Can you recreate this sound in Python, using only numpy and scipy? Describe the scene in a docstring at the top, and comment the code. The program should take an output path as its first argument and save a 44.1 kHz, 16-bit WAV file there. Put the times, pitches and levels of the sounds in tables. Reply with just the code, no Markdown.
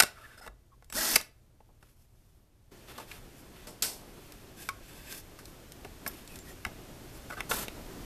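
"""Knocks and scrapes come first: a cordless drill's bit in a hole in the wall of an aluminium box, heard close.
The motor spins for a quarter second until the bit catches; rubs, clicks and a sliding bit follow.
A hand rubs a sheet of paper in the box, amid faint swells of noise, all of dense grains; knocks ring wall modes.
The drill is gear clatter and shaft tones that follow one speed curve; a small workroom adds its tail.
Behind lie coloured hiss, air, rumble and mains hum, which step up at 2.7 s and then swell."""
import sys
import numpy as np
from scipy import signal
from scipy.fft import rfft, irfft, next_fast_len
from scipy.io import wavfile
from scipy.ndimage import uniform_filter1d

SR = 44100
rng = np.random.default_rng(int(sys.argv[2]) if len(sys.argv) > 2 else 0)


def int16_out(signal):
    """Quantize to a 16-bit WAV file."""
    q = np.round(np.clip(np.atleast_2d(signal).T, -1, 1) * 32767)
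    wavfile.write(sys.argv[1], SR, q.astype(np.int16))


N = 354991
TIME = np.arange(N) / SR

# All levels of the work at the box are ahead of the balance in scene().
# modes of the box wall: (frequency [Hz], level [dB], t60 [s])
PANEL = [(720, -3, .04), (889.5, -7.5, .04), (1104, -2.5, 0.027), (1220, -4, .04), (1371, -3, 0.029),
         (1497, -1, 0.028), (1699, -2.5, 0.019), (1993, -4.5, .035), (2196, 2, 0.015), (2407, -8, 0.033),
         (2730, 3.5, 0.014), (3100, -1, 0.015), (3530, 0.5, 0.0091), (3804, 1, 0.021), (4250, -4.5, .015)]
# colour of a low thud: (frequency [Hz], density [dB per Hz])
THUD = [(30, -14), (150, -1.5), (300, 1.5), (700, 3), (1100, -6), (2500, -41.5)]
# colour of a bright tick: (frequency [Hz], density [dB per Hz])
TICK = [(700, -26), (2000, -9), (3500, -6), (5300, 0.5), (6500, -6), (7900, -1.5), (10000, -4),
        (14000, -5.5)]


def amp(db):
    """Decibels to gain."""
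    return 10 ** (np.asarray(db) / 20)


def unit(x):
    """Scales to an rms of one."""
    return x / np.sqrt(np.mean(x ** 2) + 1e-20)


def read(points, hz):
    """Reads a curve on a log-frequency axis."""
    f, value = np.transpose(points)
    return np.interp(np.log(hz + 1), np.log(f + 1), value)


def add(mix, s, sound):
    """Mixes a sound in at a time in seconds."""
    part = mix[max(0, round(s * SR)):][:len(sound)]
    part += sound[:len(part)]


def colour(x, points):
    """Filters a signal by a spectrum and scales it to an rms of one."""
    size = next_fast_len(len(x))
    gain = amp(read(points, np.fft.rfftfreq(size, 1 / SR)))
    return unit(irfft(rfft(x, size) * gain, size)[:len(x)])


def noise(points, size=N):
    """Coloured noise at an rms of one."""
    return colour(rng.standard_normal(size), points)


def wander(size, smooth):
    """Random drift of rms one, smoothed over a number of samples."""
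    return unit(uniform_filter1d(rng.standard_normal(size), max(int(smooth), 1)))


def envelope(start, attack_s, end, release_s, db_per_s):
    """A straight attack, a hold that drifts in level, and an exponential release."""
    attack = np.clip((TIME - start) / attack_s, 0, 1)
    held = np.clip(TIME, start, end) - start
    release = np.exp(-np.maximum(TIME - end, 0) / release_s)
    return attack * amp(db_per_s * held) * release


def grains(per_s, spread_db, size=N):
    """Tiny impacts of uneven strength and either sign at random moments."""
    strength = amp(spread_db * np.minimum(rng.exponential(1, size), 4))
    strength = strength * rng.choice([-1, 1], size)
    return unit(strength * (rng.random(size) < per_s / SR))


def ring(x, modes):
    """Drives a set of dying modes, each at a random phase for the point of contact."""
    t = np.arange(SR // 8) / SR
    response = np.zeros(len(t))
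    for hz, db, t60 in modes:
        response += amp(db - 60 * t / t60) * np.sin(2 * np.pi * (hz * t + rng.random()))
    return signal.oaconvolve(x, response)[:len(x)]


def favour(x, hz, q):
    """A broad resonance: each contact spot favours the modes round one frequency."""
    b, a = signal.iirpeak(min(hz, SR / 4), max(q, .4), fs=SR)
    return signal.lfilter(b, a, x)


def blow(x, db):
    """Gives a hit the energy of a hundredth of a second at this rms level."""
    return amp(db) * x * np.sqrt(SR / 100 / (np.sum(x ** 2) + 1e-20))


def room_level(before_db, after_db, swell_db):
    """A level in dB that holds, steps up and then swells ever faster by swell_db."""
    step_s, step_rise_s, swell_power = 2.707, 0.011, 2.7
    step = np.clip((TIME - step_s) / step_rise_s, 0, 1)
    swell = np.maximum((TIME - step_s) / (TIME[-1] - step_s), 0) ** swell_power
    return before_db + (after_db - before_db) * step + swell_db * swell


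def ambience(rumble_trim_db=-1, air_drift_db=1.44, rumble_drift_db=1.0):
    """Smooth coloured hiss over unevenly moving air, lumpy rumble and a sine of mains hum."""
    # colours of the room's three noises: (frequency [Hz], density [dB per Hz])
    hiss_colour = [(300, -4), (800, -3.5), (1500, 5.5), (3000, 3), (6000, -0.5), (10000, -3.5),
                   (14000, -1.5)]
    air_colour = [(90, -15), (160, -1), (230, -1.5), (370, -1), (480, -7), (620, -7), (850, -11.5),
                  (1300, -16.5), (3000, -46)]
    rumble_colour = [(5, -11.5), (20, -1), (40, -1.5), (70, -5), (110, -6.5), (170, -15.5), (400, -40.5)]
    hum_hz, hum_db = 120, -11.5  # level within the rumble layer
    hiss = amp(room_level(-78.5, -59.5, 7)) * noise(hiss_colour)
    air = amp(room_level(-73.5, -57.3, 7.5) + air_drift_db * wander(N, 2700)) * noise(air_colour)
    rumble = amp(rumble_trim_db + rumble_drift_db * wander(N, 4400)) * noise(rumble_colour)
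    hum = amp(hum_db) * np.sqrt(2) * np.sin(2 * np.pi * (hum_hz * TIME + rng.random()))
    return hiss + air + amp(room_level(-61, -56, 8)) * (rumble + hum)


def reverb(x, build_s=0.0027):
    """A small workroom: a diffuse noise tail whose treble dies first."""
    # decay of the room: (frequency [Hz], t60 [s])
    room_t60 = [(100, .45), (1000, .31), (4000, .27), (8000, .22), (14000, .21)]
    hz, t, z = signal.stft(rng.standard_normal(SR // 2), SR, nperseg=256)
    tail = signal.istft(z * amp(-60 * t / read(room_t60, hz)[:, None]), SR)[1]
    tail = tail * (1 - np.exp(-np.arange(len(tail)) / SR / build_s))
    return signal.oaconvolve(x, tail / np.linalg.norm(tail))[:N]


def walls(x):
    """Close echoes between the box's walls comb the sound, so that it is hollow and tinny."""
    # echoes: (delay [s], gain [linear])
    echoes = [(.001135, 0.1), (.00227, 0.066), (.0046, .14)]
    return x + sum(gain * np.interp(TIME - delay, TIME, x, left=0) for delay, gain in echoes)


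def thumps():
    """The whole box rocks on its shelf: a few dying swings of its weight."""
    # swings: (time [s], frequency [Hz], level [dB], t60 [s])
    swings = [(0.484, 47.7, -45, 0.33), (6.661, 74, -35.5, 0.13)]
    out, t = np.zeros(N), np.arange(SR // 2) / SR
    for s, hz, db, t60 in swings:
        add(out, s, amp(db - 60 * t / t60) * np.sin(2 * np.pi * hz * t))
    return out


def friction(hiss, body, spectrum, grains_per_s, spread_db, flutter_db, wall_db, sing_db=-3):
    """Dense grains hiss directly, sound through the box and ring its wall; their level flutters."""
    # colour of the box: (frequency [Hz], density [dB per Hz])
    box_colour = [(100, -6), (400, -1.5), (900, -7), (1350, -0.5), (1580, -5.5), (1900, -5.5), (2650, -4),
                  (3500, -5.5), (6000, -18)]
    # modes of the walls under a rubbing hand: (frequency [Hz], level [dB], t60 [s])
    singing_modes = [(1530, -11, 0.035), (1560, 8, 0.019), (2593, -3, .025), (3500, -4, 0.022),
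                     (5300, -5, 0.027), (7760, 0, 0.017)]
    grit = grains(grains_per_s, spread_db) * amp(flutter_db * wander(N, 500))
    leaning = (TIME > 4.5) & (TIME < 5.3)  # the wall sings while the hand leans on it
    singing = leaning * amp(sing_db) * unit(ring(grit, singing_modes))
    box = amp(wall_db) * colour(grit, box_colour) + singing
    return hiss * colour(grit, spectrum) + body * box


def rubs():
    """Rubs and faint swells of noise: each is one arch of level, and overlapping arches add in power."""
    # rubs and faint swells of noise: (time [s], length [s], hiss level [dB], box ring level [dB])
    arches = [(.03, 0.43, -71, -58.5), (1.79, .15, -72, -68), (1.86, .1, -70, -80), (1.95, .12, -67, -76),
              (2.05, 0.47, -74, -79), (2.87, 0.077, -61, -45.5), (2.93, 0.13, -63, -48),
              (3.068, 0.13, -56.5, -48), (3.352, 0.076, -57, -72), (3.52, 0.16, -69, -52.5),
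              (3.943, 0.62, -65, -59), (4.559, 0.16, -48.5, -53), (4.806, 0.31, -56, -56),
              (5.03, .17, -50, -50), (5.088, .064, -42.5, -47), (5.135, .083, -45, -60),
              (5.43, .13, -59, -75), (6.0, 0.28, -58, -53), (6.267, 0.14, -54.5, -56),
              (6.437, 0.11, -55.5, -57), (7.12, .075, -54, -72)]
    # colour of their hiss: (frequency [Hz], density [dB per Hz])
    rub_colour = [(600, -5), (2000, -20), (4000, -8.5), (5300, 0.5), (6600, -3), (7800, -2), (9800, -0.5),
                  (11300, 2.5), (14000, 0.5)]
    skew, roundness = 1, 0.78  # a skew above 1 would peak later; a smaller roundness is broader
    hiss, body = np.zeros((2, N))
    for s, length, hiss_db, ring_db in arches:
        phase = np.linspace(0, 1, int(length * SR)) ** skew
        arch = abs(np.sin(np.pi * phase)) ** roundness
        add(hiss, s, (amp(hiss_db) * arch) ** 2)
        add(body, s, (amp(ring_db) * arch) ** 2)
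    return friction(np.sqrt(hiss), np.sqrt(body), rub_colour,
                    grains_per_s=11000, spread_db=0.0, flutter_db=1.4, wall_db=-3)


def slide():
    """The flutes slide along the rim of the hole: a sudden hiss that fades as they slow, and stops."""
    # colour of the slide's hiss: (frequency [Hz], density [dB per Hz])
    slide_colour = [(80, -20), (300, -1), (900, -4.5), (1400, -5), (2200, -21), (4000, -10), (8000, -6),
                    (11000, -7), (11900, 0), (12600, -7), (13600, -6.5)]
    start_s, seated_s, end_s = 7.491, 7.512, 7.64  # the box joins in once the tip has dropped in
    attack_s, fade_db_per_s = 0.008, -79
    hiss = amp(-29.2) * envelope(start_s, attack_s, end_s, .013, fade_db_per_s)
    body = amp(-34) * envelope(seated_s, attack_s, end_s, .04, fade_db_per_s)
    return friction(hiss, body, slide_colour,
                    grains_per_s=23000, spread_db=-0.5, flutter_db=1.5, wall_db=-3.5)


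def squeaks(unsteady_hz=80, flutter_db=3.6):
    """Steel squeaks as it slips: short gliding whistles, shaky in pitch and strength."""
    # whistles: (time [s], length [s], start [Hz], end [Hz], level [dB])
    whistles = [(0.153, 0.044, 1477, 1190, -56), (0.2, .06, 1373, 1190, -57),
                (0.233, 0.038, 1724, 1710, -53.5), (.303, .022, 1730, 1750, -59),
                (0.375, .022, 5050, 5000, -60), (.406, .031, 5130, 5150, -62), (0.406, .025, 743, 710, -55),
                (0.416, .032, 1370, 1430, -56), (.713, 0.042, 1110, 1060, -64.5),
                (6.282, .08, 2660, 2460, -59), (6.384, .047, 7380, 7220, -58),
                (6.457, 0.067, 1900, 1870, -57.5), (6.49, .05, 7250, 7300, -63),
                (7.296, .022, 1500, 1460, -44), (7.366, 0.024, 1543, 1550, -46)]
    out = np.zeros(N)
    for s, length, start_hz, end_hz, db in whistles:
        size = int(length * SR)
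        hz = np.linspace(start_hz, end_hz, size) + unsteady_hz * wander(SR // 8, 53)[:size]
        flutter = amp(flutter_db * wander(SR // 8, 130)[:size])
        whistle = np.sin(2 * np.pi * np.cumsum(hz) / SR) * flutter
        add(out, s, amp(db) * unit(whistle * signal.windows.tukey(size, .6)))
    return out


def scrapes(slips_per_s=1500, spread_db=3, q=3.6, body_db=-4.5):
    """The bit's edge sticks and slips on the metal, and each slip rings the wall."""
    # drags: (time [s], length [s], ring level [dB], ring centre [Hz], hiss level [dB])
    drags = [(.135, 0.26, -59.5, 1430, -66), (.371, .036, -55.5, 1520, -58), (.407, .067, -55, 1470, -58),
             (7.295, 0.019, -43.5, 1400, -51), (7.315, .032, -43, 1400, -52),
             (7.368, .037, -43.5, 1380, -55)]
    out = np.zeros(N)
    for s, length, ring_db, ring_hz, hiss_db in drags:
        size = int(length * SR)
        stroke = np.pad(signal.windows.tukey(size, .4), (0, SR // 20))  # room for the ring to die
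        slips = grains(slips_per_s, spread_db, size=len(stroke)) * stroke
        wall = unit(favour(ring(slips, PANEL), ring_hz, q)) + amp(body_db) * colour(slips, THUD)
        hiss = unit(noise(TICK, size=len(stroke)) * stroke)
        padding_gain = np.sqrt(size / len(stroke))
        add(out, s, (amp(ring_db) * wall + amp(hiss_db) * hiss) * padding_gain)
    return out


def strike(s, db, modes, contact_t60, click_db):
    """One clean blow of metal on metal: a noise click and a short ring of modes."""
    out, t = np.zeros(N), np.arange(SR // 8) / SR
    click = noise(TICK, size=len(t)) * amp(-60 * t / contact_t60)
    ringing = ring(signal.unit_impulse(len(t)), modes)
    add(out, s, blow(ringing, db) + blow(click, db + click_db))
    return out


def chink():
    """The chuck's steel jaws chink once, in high modes."""
    # modes of the jaws: (frequency [Hz], level [dB], t60 [s])
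    jaws = [(5370, -14, 0.039), (7400, -10, 0.044), (9700, -9, .02), (11370, -4, .03), (12000, 0, 0.055),
            (12765, -11, .04), (13500, -8, .04)]
    return strike(6.0768, -33, jaws, contact_t60=.035, click_db=-5)


def clack():
    """The bit clacks once on the top edge of the wall, in lower modes."""
    # modes of the edge: (frequency [Hz], level [dB], t60 [s])
    edge = [(1100, -5, 0.096), (1290, -4, 0.049), (1390, -1, 0.02), (1480, -2, 0.028), (1600, -5, 0.034),
            (2080, -3, 0.022), (2240, -1.5, 0.041), (2370, -3, .022), (3240, -9, 0.018), (3630, -8, 0.018)]
    return strike(4.689, -28.5, edge, contact_t60=.025, click_db=-7)


def contact(thud_db, ring_db, ring_hz, tick_db, t60, rise_s=0.00053, thud_longer=2.1, chatter=0.54, q=1.7):
    """One contact is a short chatter of noise: a low thud, the wall's ring and a bright tick."""
    t = np.arange(SR // 2) / SR
    attack = 1 - np.exp(-t / rise_s)
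    thud = noise(THUD, size=len(t)) * attack * amp(-60 * t / (t60 * thud_longer))
    chattering = rng.standard_normal(len(t)) * amp(-60 * t / (t60 * chatter))
    wall = favour(ring(chattering, PANEL), ring_hz, q)
    tick = noise(TICK, size=len(t)) * attack * amp(-60 * t / t60)
    return blow(thud, thud_db) + blow(wall, ring_db) + blow(tick, tick_db)


def knocks():
    """Bit and chuck knock on the box, the paper snaps and the drill clicks in the grip: brief contacts."""
    # knocks and snaps: (time [s], thud level [dB], ring level [dB], ring centre [Hz],
    # tick level [dB], tick t60 [s])
    hits = [(.001, -32.5, -16.5, 1470, -13, .02), (.0055, -35.5, -19.5, 1740, -17.5, .011),
            (0.0223, -34.5, -27.5, 1870, -23, 0.023), (0.0336, -31, -31, 1800, -25, .014),
            (.463, -44.5, -48.5, 1500, -52, 0.057), (.475, -54, -43.5, 1650, -52, .022),
            (.824, -60, -59.5, 1250, -69, .015), (.9, -57, -54, 2010, -48, .021),
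            (.925, -55, -41.5, 2395, -39, .016), (1.157, -48, -23, 1850, -17.5, .02),
            (1.16, -29.5, -22.5, 2190, -16.5, .019), (1.202, -47, -44, 1600, -55, .018),
            (1.212, -55.5, -45, 2340, -39.5, .011), (1.604, -55.5, -69, 950, -82, 0.029),
            (1.69, -60.5, -81, 870, -83, .047), (1.826, -60, -57, 1350, -62, .039),
            (2.979, -43.5, -41, 1100, -45, .06), (2.998, -46, -46, 1100, -49, 0.1),
            (3.114, -62, -42, 2380, -49, 0.04), (3.67, -43, -50, 1830, -41, 0.24),
            (3.8226, -46, -54, 2680, -23.5, .036), (3.824, -37, -36, 1900, -21, 0.33),
            (5.388, -74, -49, 1450, -48.5, .12), (5.847, -40.5, -45.5, 1250, -51, 0.037),
            (6.0634, -38, -34, 1400, -39, 0.04), (6.6503, -50, -29.5, 1750, -38.5, 0.0084),
            (6.663, -43, -43, 1400, -51, .048), (7.405, -40, -32, 1550, -41, .017),
            (7.512, -30.5, -29, 1300, -38, .013), (7.5162, -51, -26.5, 1400, -37.5, 0.021),
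            (7.682, -39.5, -38.5, 3170, -44, 0.0074)]
    # light clicks in the grip, all of one colour: (time [s], tick level [dB])
    clicks = [(.844, -60), (4.321, -48.5), (5.124, -41), (5.455, -47), (5.72, -46), (6.276, -47.5),
              (6.357, -46.5), (6.388, -48)]
    out = np.zeros(N)
    for s, *hit in hits:
        add(out, s, contact(*hit))
    for s, db in clicks:
        add(out, s, contact(db - 17, db - 12, 1800, db, .014))
    return out


def drill(clatter_per_s=11000, spread_db=3.0, beat=.25, shake_db=-25, chatter_db=4.4):
    """Brushes and gear teeth clatter, beating once a turn, over uneven shaft tones and a starting whine."""
    # motor and gear tones: (multiple of the shaft [1], level [dB])
    orders = [(1, -6.5), (2, -4.5), (4, -9), (5, -5.5), (6, -2)]
    # colour of the clatter: (frequency [Hz], density [dB per Hz])
    gearbox = [(30, -10.5), (120, -12), (310, 1.5), (420, -4.5), (1100, -6), (1550, -2), (2000, -5.5),
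               (2400, -7.5), (3750, -4.5), (4150, -2.5), (5300, 1), (7300, -4), (11000, -3.5), (13600, -3)]
    # colour of the shaking shelf: (frequency [Hz], density [dB per Hz])
    shake_colour = [(10, -12), (35, 1.5), (60, 1), (110, -12), (250, -33)]
    # one pull of the trigger: the motor winds up, and brakes when the bit catches
    pull_s, spin_up_s, spin_up_power = .893, .057, 2.5
    brake_s, braking_s = 1.15, .038
    full_turns_per_s = 328
    lag = np.exp(-(np.maximum(TIME - pull_s, 0) / spin_up_s) ** spin_up_power)
    speed = (1 - lag) * np.exp(-np.maximum(TIME - brake_s, 0) / braking_s)  # share of full speed
    turns = np.cumsum(full_turns_per_s * speed * (1 + .035 * wander(N, 130))) / SR

    # the bit chatters in the hole, so each tone swells and breaks off on its own
    tones = np.zeros(N)
    for k, db in orders:
        tones += amp(db + chatter_db * wander(N, 400)) * np.sin(2 * np.pi * (k * turns + rng.random()))
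    strain = 1 + 18 * lag  # the tones are stronger while the motor winds up
    gears = amp(-41.5) * speed ** 4.5 * strain * tones

    once_a_turn = 1 + beat * np.cos(2 * np.pi * turns)
    clatter = colour(grains(clatter_per_s, spread_db) * once_a_turn, gearbox)
    shake = amp(shake_db) * noise(shake_colour)
    rattle = amp(-25.9) * speed ** 1.75 * (clatter + shake)

    # the speed controller sings at 7750 Hz, ever louder, until the trigger is fully in after .08 s
    squeeze = envelope(pull_s, .006, pull_s + .08, .008, db_per_s=110)
    whine = amp(-59) * squeeze * np.sqrt(2) * np.sin(2 * np.pi * 7750 * TIME)
    return rattle + gears + whine


def scene(wet_db=-16.5, ambience_db=0.77, work_db=-1.46):
    """The work at the box with its close echoes, the workroom's tail and the background."""
    grainy = rubs() + slide()
    metal = thumps() + squeaks() + scrapes() + chink() + clack() + knocks()
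    work = amp(work_db) * walls(grainy + metal + drill())
    return (amp(ambience_db) * ambience() + amp(wet_db) * reverb(work) + work)[None]


def record(dry, ceiling=1.0):
    """Two narrow notches are cut and the hardest knocks are rounded off; then the band limit."""
    for hz, width_hz in [(3900, 57), (10050, 64)]:
        dry = signal.lfilter(*signal.iirnotch(hz, hz / width_hz, fs=SR), dry)
    dry = ceiling * np.tanh(dry / ceiling)
    lowpass = signal.firwin(511, 14050, window=("kaiser", 9), fs=SR)  # cutoff in Hz
    return signal.oaconvolve(dry, lowpass[None], "same")


dry = scene()
out = record(dry)
int16_out(out)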